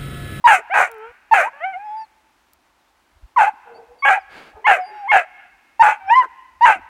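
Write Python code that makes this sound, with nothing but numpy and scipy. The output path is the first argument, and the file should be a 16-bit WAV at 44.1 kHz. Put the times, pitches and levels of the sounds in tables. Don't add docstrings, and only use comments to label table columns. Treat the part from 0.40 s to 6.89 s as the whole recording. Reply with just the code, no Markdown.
import sys
import numpy as np
from scipy import signal
from scipy.fft import rfft, irfft
from scipy.io import wavfile
from scipy.ndimage import uniform_filter1d, minimum_filter1d

SR = 44100
rng = np.random.default_rng(int(sys.argv[2]) if len(sys.argv) > 2 else 0)


def nominal_scale(level):
    x = np.asarray(level, float) / 20
    return 10 ** x


def file_out(sig):
    cols = np.atleast_2d(sig).T
    lim = np.clip(cols, -1, 1)
    pcm = np.round(lim * 32767).astype(np.int16)
    wavfile.write(sys.argv[1], SR, pcm)


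N = 286191

# (start [s], length [s], peak [dB], beat rate from [Hz], beat rate to [Hz])
YAPS = [
    (0.068, 0.15, -8.5, 937.6, 689),
    (0.336, 0.17, -12, 902.6, 667),
    (.934, 0.17, -14, 867.4, 618),
    (2.982, 0.14, -8.5, 919.5, 783.6),
    (3.682, 0.12, -12, 813.4, 744),
    (4.265, 0.15, -8.5, 882.7, 600.8),
    (4.713, 0.14, -8, 845, 642.7),
    (5.421, 0.16, -9.5, 893, 848),
    (5.818, 0.058, -20.5, 956, 1046),
    (6.251, 0.14, -8, 964.4, 698),
]
# (time [s], pitch [Hz], level [dB])
LOCKED_BEATS = [
    (3.648, 278.8, -11.5),
    (3.664, 278.1, -12),
    (3.697, 280, -8.5),
]
# (frequency [Hz], density [dB per Hz])
BREATH_HISS = [(3000, -29), (3700, -11), (5500, -5.5), (6000, -1.5), (7100, 3.5), (8400, -1),
               (12600, -10.5), (15800, -11)]


def evened(x):
    return x / np.sqrt(np.mean(x ** 2) + 1e-20)


def read(points, hz):
    f, value = np.transpose(points)
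    return np.interp(np.log(hz + 1), np.log(f + 1), value)


def spread(rows):
    s, *columns = np.transpose(rows)
    t = np.arange(s[0], s[-1], 1 / SR)
    return s[0], [np.interp(t, s, c) for c in columns]


def add(mix, s, sound, fade_s=0.0013):
    part = mix[round(s * SR):][:len(sound)]
    faded = sound * signal.windows.tukey(len(sound), min(1, 2 * fade_s * SR / len(sound)))
    part += faded[:len(part)]


def drift(count, hz):
    noise = rng.standard_normal(count + 2000)
    return evened(signal.lfilter(*signal.butter(2, 2 * hz / SR), noise)[2000:])


def coloured(x, points):
    gain = nominal_scale(read(points, np.fft.rfftfreq(len(x), 1 / SR)))
    return irfft(rfft(x) * gain, len(x))


def resonate(x, hz, width):
    turn = np.exp(2j * np.pi * np.cumsum(hz * np.ones(len(x))) / SR)
    r = np.exp(-np.pi * width / SR)
    return 2 * (turn * signal.lfilter([(1 - r) ** 2], [1, -2 * r, r * r], x / turn)).real


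def steadied(x, span_s):
    power = uniform_filter1d(x ** 2, int(span_s * SR), mode="reflect")
    return x / np.sqrt(abs(power) + 0.081 * np.mean(x ** 2))


def glide(length, from_hz, to_hz, power=1):
    u = np.arange(0, length, 1 / SR) / length
    return u, from_hz + (to_hz - from_hz) * u ** power


def arch(u):
    return abs(np.sin(np.pi * u ** 0.79)) ** 1.01


def yard():
    # (frequency [Hz], density [dB per Hz])
    hum_colour = [(65, -55.5), (110, -18), (261, -7), (378, -6.5), (427, -14.5), (860, -4), (1500, -9),
                  (15000, -30.5)]
    level_db = -62 + 0.47 * drift(N, 8)
    return nominal_scale(level_db) * evened(coloured(rng.standard_normal(N), hum_colour))


def wind():
    # (time [s], peak [dB], length [s])
    puffs = [(0.0, -53, 0.09), (0.502, -56, 0.075), (0.684, -42, .048), (2.717, -45.5, 0.096),
             (2.811, -35.5, 0.067), (2.9, -57, 0.22), (3.455, -56, 0.093), (3.8, -58, 0.19),
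             (4.107, -45, 0.086), (5.627, -44, 0.067), (5.7, -66.5, 0.39), (6.1, -53, 0.17),
             (6.285, -46, 0.21)]
    rumble_colour = [(15, -26), (45, 10.5), (80, 5.5), (130, -13.5), (300, -57)]  # (Hz, dB)
    rumble = evened(coloured(rng.standard_normal(N), rumble_colour))
    level = nominal_scale(-75 + 2.0 * drift(N, 5.9))
    for s, db, length in puffs:
        add(level, s, nominal_scale(db - 8.5) * np.hanning(int(length * SR)))
    return level * steadied(rumble, 0.31)


def echoes(x):
    # (frequency [Hz], 60 dB decay time [s])
    decay = [(300, 0.5), (800, 1.2), (2000, 2), (3200, 2.5), (6000, .25), (12000, .15)]
    noise = rng.standard_normal(int(1.5 * SR))
    hz, t, z = signal.stft(noise, SR, nperseg=256)
    near = nominal_scale(-47 - 60 * t / .085)
    shed = 1 + 1.1 * np.exp(-((t - .27) / .05) ** 2)
    far = nominal_scale(-66.0 - 60 * t / read(decay, hz)[:, None]) * shed * np.clip(t / 0.011, 0, 1)
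    tail = signal.istft(z * (near + far), SR, nperseg=256)[1]
    return signal.fftconvolve(x, tail)[:N]


def ticks():
    # (time [s], peak [dB])
    clicks = [
        (0.5152, -32),
        (0.5437, -47),
        (0.5834, -48),
        (2.134, -38),
    ]
    out, t = np.zeros(N), np.arange(260) / SR
    for s, db in clicks:
        snap = np.diff(rng.standard_normal(261)) * np.exp(-t / .0013)
        add(out, s, nominal_scale(db + 4.0) * snap / abs(snap).max(), fade_s=.0002)
    return out


def gasp():
    # (frequency [Hz], density [dB])
    rasp_colour = [(100, -8), (350, 1), (2300, -3), (3800, -13), (4650, -11.5), (5500, -23), (9000, -26.5),
                   (14000, -36)]
    peak_s, rise_s, fall_s, edge_db = 3.97, 0.1, 0.18, -10
    s, (db,) = spread([(peak_s - rise_s, edge_db), (peak_s, 0), (peak_s + fall_s, edge_db)])
    rasp = evened(coloured(rng.standard_normal(len(db)), rasp_colour))
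    return s, nominal_scale(-42 + db + 0.5 * drift(len(db), 20.5)) * rasp


def whistle(s, length, from_hz, to_hz, db):
    u, hz = glide(length, from_hz, to_hz)
    phase = 2 * np.pi * np.cumsum(hz * (1 + 0.0087 * drift(len(hz), 120))) / SR
    return s, np.sqrt(2) * nominal_scale(db) * arch(u) * (np.cos(phase) + nominal_scale(-20) * np.cos(2 * phase))


def moan(s, length, from_hz, to_hz, db):
    u, hz = glide(length, from_hz, to_hz)
    air = rng.standard_normal(len(hz))
    blurred = evened(resonate(air, hz, 28))
    nose = evened(resonate(air, 777, 300))
    octave = evened(resonate(air, 2 * hz, 60))
    return s, nominal_scale(db) * arch(u) * (blurred + nominal_scale(-1.5) * nose + nominal_scale(-26) * octave)


def grunt(s, db, hz, length):
    count = int(length * SR)
    return s, nominal_scale(db) * np.hanning(count) * evened(resonate(rng.standard_normal(count), hz, 110))


def tone(s, hz, size, mouth_db):
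    # (frequency [Hz], level [dB])
    tract = [(1350, 0.9), (1550, 5.5), (1800, 0.9), (2130, 9), (2350, 2), (2750, -8), (3100, -11.5),
             (3400, -27)]
    # (frequency [Hz], level [dB])
    cliff = [(2400, -14), (3150, -18.5), (3500, -39), (4300, -62)]
    # (frequency [Hz], level [dB])
    upper = [(3300, -35), (5200, -40.5), (7000, -49.5), (15000, -61.5)]
    sizes = [size] + [size * nominal_scale(mouth_db + read(tract, k * hz)) for k in (2, 3)]
    effort = uniform_filter1d(np.hypot(size, sizes[1]), size=900)
    phase = 2 * np.pi * np.cumsum(hz * (1 + 0.004 * drift(len(hz), 66))) / SR
    for k in range(4, 15):
        pressed = effort ** 1.8 * nominal_scale(read(upper, k * hz) + 5.5 * drift(len(hz), 40))
        sizes.append(sizes[2] * nominal_scale(read(cliff, k * hz)) + pressed)
    sizes = [uniform_filter1d(a, size=90) * (1 + 0.021 * drift(len(hz), 250)) for a in sizes]
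    air = rng.standard_normal(len(hz))
    hiss = nominal_scale(-19) * evened(coloured(air, BREATH_HISS)) / 10
    breath = sizes[0] * nominal_scale(-29.5) * evened(resonate(air, 1900, 1000) + hiss)
    partials = sum(np.sqrt(2) * a * np.cos((k + 1) * phase + k * k) for k, a in enumerate(sizes))
    return s, breath + partials


def whine(rows):
    s, (hz, size, mouth_db) = spread([(t, f, nominal_scale(db), mouth) for t, f, db, mouth in rows])
    return tone(s, uniform_filter1d(hz, size=500, mode="nearest"), size, mouth_db)


def hoot(s, length, from_hz, to_hz, db):
    u, hz = glide(length, from_hz, to_hz)
    return tone(s, hz, nominal_scale(db + 3.0 * drift(len(u), 120)) * arch(1 - u), -23.5)


def start(s, from_hz, to_hz, db, mouth_db):
    breaks = np.r_[np.array(YAPS)[:, 0], LOCKED_BEATS[0][0]]
    handover_s = .006
    u, hz = glide(breaks[breaks > s].min() - s + handover_s, from_hz, to_hz, power=.7)
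    catch = 0.11
    swell = u ** (0.76 - 0.011 * db)
    opening_db = -5.5 * (1 - u)
    return tone(s, hz, nominal_scale(db) * (catch + (1 - catch) * swell), mouth_db + opening_db)


def locked():
    # (multiple of pitch [1], level [dB])
    orders = [(1, -48), (2, -14.5), (3, 0.5), (4, -4.5), (5, -10.5), (6, 3), (7, -11.5), (8, -6.5),
              (9, -12.5), (10, -12.5), (11, -19.5), (12, -20), (13, -70)]
    s, (hz, db) = spread(LOCKED_BEATS)
    phase = 2 * np.pi * np.cumsum(hz * (1 + 0.018 * drift(len(hz), 71))) / SR
    lines = sum(nominal_scale(o + 2.1 * drift(len(hz), 90)) * np.cos(k * phase + k * k) for k, o in orders)
    air = evened(coloured(rng.standard_normal(len(hz)), BREATH_HISS))
    return s, nominal_scale(db) * (evened(lines) + nominal_scale(-35.5) * air)


def yap(s, length, db, from_hz, to_hz, second_hz, mouth, uneven, open_db, air_db, rise_s, extra, sagged):
    # (level [dB], short at the break [dB], held share [1], fade [dB], share of mouth level [1])
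    layers = [(0.17, -10, 0.31, -37, 0.1345), (1.7, -6.5, 0.35, -33.5, 1.45), (-3.5, -2, 0.49, -31.5, 2),
              (0.4, -16.5, 0.39, -22, 0.07)]
    # (frequency [Hz], width [Hz], level [dB])
    mouth_modes = [(2110, 160, 3.5), (2325, 150, 0.5), (2636, 130, 1.5), (3123, 33, -14.5)]
    # (frequency [Hz], width [Hz], level [dB])
    clumps = [(4350, 1200, -1.3), (6340, 1200, 0), (7920, 5400, 0.5), (9840, 4200, -2), (13200, 6200, -2.5)]
    u = glide(length, 0, 0)[0]
    hz = from_hz + (to_hz - from_hz) * np.minimum(u / sagged, 1)
    levels = []
    for own, short, held, fade, share in layers:
        hold = held + extra
        faded = np.clip((u - hold) / (1 - hold), 0, 1) ** 1.21
        levels.append(db + own + share * open_db + short * np.exp(-u * length / rise_s) + fade * faded)
    low_db, second_db, mouth_db, hiss_db = levels

    turns = np.cumsum(hz * (1 + .05 * drift(len(hz), 160))) / SR
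    beat = np.diff(np.floor(turns), prepend=0)
    strength = np.clip(rng.standard_normal(300), -1.8, 1.8)[turns.astype(int)]
    low = steadied(resonate(beat * (1 + uneven * strength), hz, 310), 0.013)
    ragged = evened(beat * (.9 + strength)) + .35 * rng.standard_normal(len(hz))
    jaw = (1 + 0.027 * drift(len(hz), 23)) * (hz / hz.mean()) ** 0.29

    def ring(modes):
        return evened(sum(nominal_scale(g) * steadied(resonate(ragged, f * jaw, w), .012) for f, w, g in modes))

    second = ring([(.9 * second_hz, 200, -3.0), (1.033 * second_hz, 170, 0.)])
    upper_mouth = ring([(f * mouth, w, g) for f, w, g in mouth_modes])
    puff = (1.2 + abs(strength) * np.exp(-(turns % 1) / 0.32)) * rng.standard_normal(len(hz))
    air = coloured(puff, BREATH_HISS)
    hiss = sum(nominal_scale(g + 2.6 * drift(len(hz), 30)) * resonate(air, f * jaw, w) for f, w, g in clumps)
    voice = nominal_scale(low_db) * low + nominal_scale(second_db) * second + nominal_scale(mouth_db) * upper_mouth
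    voice = signal.lfilter(*signal.butter(4, 2 * 500 / SR, "high"), voice)
    return s, voice + nominal_scale(air_db + hiss_db) * (1 - u ** 4) * evened(hiss)


def small_calls(pup):
    # (start [s], length [s], from [Hz], to [Hz], peak [dB])
    moans = [
        (3.25, .24, 480, 450, -45),
        (3.46, .17, 475, 505, -52),
        (4.15, .11, 440, 415, -49),
        (4.125, .09, 800, 870, -48),
        (4.45, .14, 430, 360, -50),
    ]
    # (start [s], length [s], from [Hz], to [Hz], peak [dB])
    whistles = [(1.43, .15, 5040, 5130, -71), (1.45, .15, 3300, 3500, -66), (1.56, .085, 4850, 4600, -55),
                (1.632, .03, 4600, 4050, -60), (1.605, .035, 5600, 5500, -64),
                (3.34, .055, 4400, 4750, -58), (3.585, .045, 4620, 4620, -55),
                (3.795, .04, 5300, 4350, -64), (4.14, .07, 1260, 1220, -56), (4.408, .028, 5300, 4650, -56),
                (4.43, .095, 4760, 4800, -52), (4.5, .18, 4720, 4650, -67), (4.52, .14, 5520, 5480, -70),
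                (4.5, .15, 3830, 3800, -70), (5.665, .04, 5350, 5450, -62)]
    # (time [s], peak [dB], pitch [Hz], length [s])
    grunts = [
        (0.162, -40.5, 415, 0.062),
        (1.048, -47, 423, 0.048),
        (3.126, -60, 262.8, 0.028),
        (4.362, -36, 477, 0.033),
        (5.833, -50.5, 383, 0.053),
        (6.334, -47, 304, 0.084),
    ]
    for voice, table in [(moan, moans), (whistle, whistles), (grunt, grunts)]:
        for row in table:
            add(pup, *voice(*row), fade_s=.003)
    add(pup, *gasp(), fade_s=0.06)


def whining(pup):
    # (time [s], pitch [Hz], level [dB], mouth [dB])
    murmur = [(.487, 471, -53, 2), (0.511, 461.4, -43, -6.5), (0.591, 428.3, -39.5, -12.5),
              (0.642, 448, -39, -3.5), (.72, 491, -51.5, -8.5)]
    # (time [s], pitch [Hz], level [dB], mouth [dB])
    sob = [(1.13, 547, -51, 1.5), (1.201, 590, -59.5, 3.5), (1.231, 676, -29, -12),
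           (1.246, 727, -21.5, -10.5), (1.26, 766, -23.5, -17), (1.321, 771, -38.5, -13),
           (1.343, 701, -33.5, -8), (1.366, 745, -26, -30), (1.391, 818, -53, -20)]
    # (time [s], pitch [Hz], level [dB], mouth [dB])
    plea = [(1.388, 806, -47, -17), (1.402, 803, -34.5, -16), (1.45, 858, -34.5, -23.5),
            (1.49, 833, -30.5, -29.5), (1.562, 876, -29.5, -37.5), (1.62, 886, -32, -21),
            (1.653, 869, -59, -23)]
    # (time [s], pitch [Hz], level [dB], mouth [dB])
    whimper = [(4.375, 728, -28.5, -16), (4.4, 741, -22.5, -29.5), (4.454, 730, -33, -29.5),
               (4.467, 840, -42.5, -20.5), (4.54, 848, -39.5, -31.5), (4.622, 817, -33, -36),
               (4.66, 779, -27.5, -29), (4.674, 837, -27.5, -23.5), (4.686, 1070, -24.5, -14.5)]
    # (time [s], pitch [Hz], level [dB], mouth [dB])
    lead_in = [(5.6, 768, -48, -8), (5.65, 775, -40, -17), (5.675, 764, -33.5, -22),
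               (5.689, 793, -20.5, -20), (5.701, 792, -33.5, 6)]
    # (time [s], pitch [Hz], level [dB], mouth [dB])
    yelp = [(5.696, 755, -35, -6), (5.706, 883, -11.5, -12.5), (5.731, 950, -7, -19.5),
            (5.749, 979, -35, 4.5), (5.759, 1025, -11.5, -14), (5.785, 1042, -6.5, -34.5),
            (5.805, 1006, -11.5, -21), (5.821, 974, -18.5, -11), (5.835, 910, -28, -14)]
    for rows in murmur, sob, plea, whimper, lead_in, yelp:
        add(pup, *whine(rows), fade_s=.003)


def yapping(pup):
    # (second resonance [Hz], factor on the upper mouth resonances [1], beat unevenness [1],
    # mouth [dB], hiss [dB])
    throats = [(1515, 1.01, 0.6, -3.5, -24.5), (1427, .92, 2, -2.5, -25), (1487, .92, .87, -1.5, -26),
               (1410, .99, 0.57, -7, -36.5), (1553, .93, 0.52, -3, -33), (1538, .98, 0.84, -4, -33.5),
               (1578, .98, 0.81, -4.5, -35), (1414, .98, 0.66, -5.5, -34), (1480, 0.17, 0.87, -7, -39.5),
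               (1470, 1.01, 0.83, -5, -34.5)]
    # (rise [s], extra held share [1], share by which the rate has sagged [1])
    paces = [(0.0038, 0.095, .8), (.022, 0.11, 0.98), (0.0047, 0.017, .48), (0.0066, .01, .55),
             (0.0027, 0.011, .6), (0.012, .01, .8), (0.016, 0.043, .85), (0.0039, 0.061, 0.26),
             (0.011, 0.16, 0.64), (0.0046, .01, .85)]
    # (start [s], from [Hz], to [Hz], final level [dB], mouth [dB])
    starts = [(.04, 984, 938, -2, -27), (.297, 611, 837, -18.5, -9), (.911, 903, 882, -4, -16.5),
              (2.961, 1193, 899, -6.5, -24.5), (3.622, 1083, 1131, -15.5, -3.5),
              (4.242, 910, 1115, -15, -4.5), (4.684, 1065, 1094, -20.5, 3.5), (5.394, 874, 929, -2, -16),
              (6.208, 865, 1005, -4, -16.5)]
    # (start [s], length [s], from [Hz], to [Hz], peak [dB])
    hoots = [
        (1.013, .08, 635.4, 1043, -23),
        (3.057, 0.041, 842, 855, -13.5),
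        (3.739, .055, 931, 746, -20),
        (5.5, 0.034, 864, 867, -18),
    ]
    for row, throat, pace in zip(YAPS, throats, paces):
        add(pup, *yap(*row, *throat, *pace), fade_s=.005)
    for voice, table in [(start, starts), (hoot, hoots)]:
        for row in table:
            add(pup, *voice(*row), fade_s=.003)
    add(pup, *locked(), fade_s=0.007)


def scene():
    pup = ticks()
    small_calls(pup)
    whining(pup)
    yapping(pup)
    return (pup + echoes(pup) + yard() + wind())[None]


def top_cut(x):
    return signal.sosfilt(signal.butter(12, 16280, fs=SR, output="sos"), x)


def record(dry):
    thud = signal.lfilter(*signal.butter(2, [2 * 25 / SR, 2 * 300 / SR], "band"), dry ** 2)
    bent = dry + nominal_scale(-25.5) * thud
    ceiling = .97
    room = minimum_filter1d(np.minimum(1, ceiling / (abs(bent) + 1e-9)), size=120)
    held = bent * uniform_filter1d(room, size=100)
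    edge = signal.firwin(301, 16150, window=("kaiser", 8), fs=SR)
    mix = signal.oaconvolve(held, edge[None], "same")
    return top_cut(mix)


dry = scene()
out = record(dry)
file_out(out)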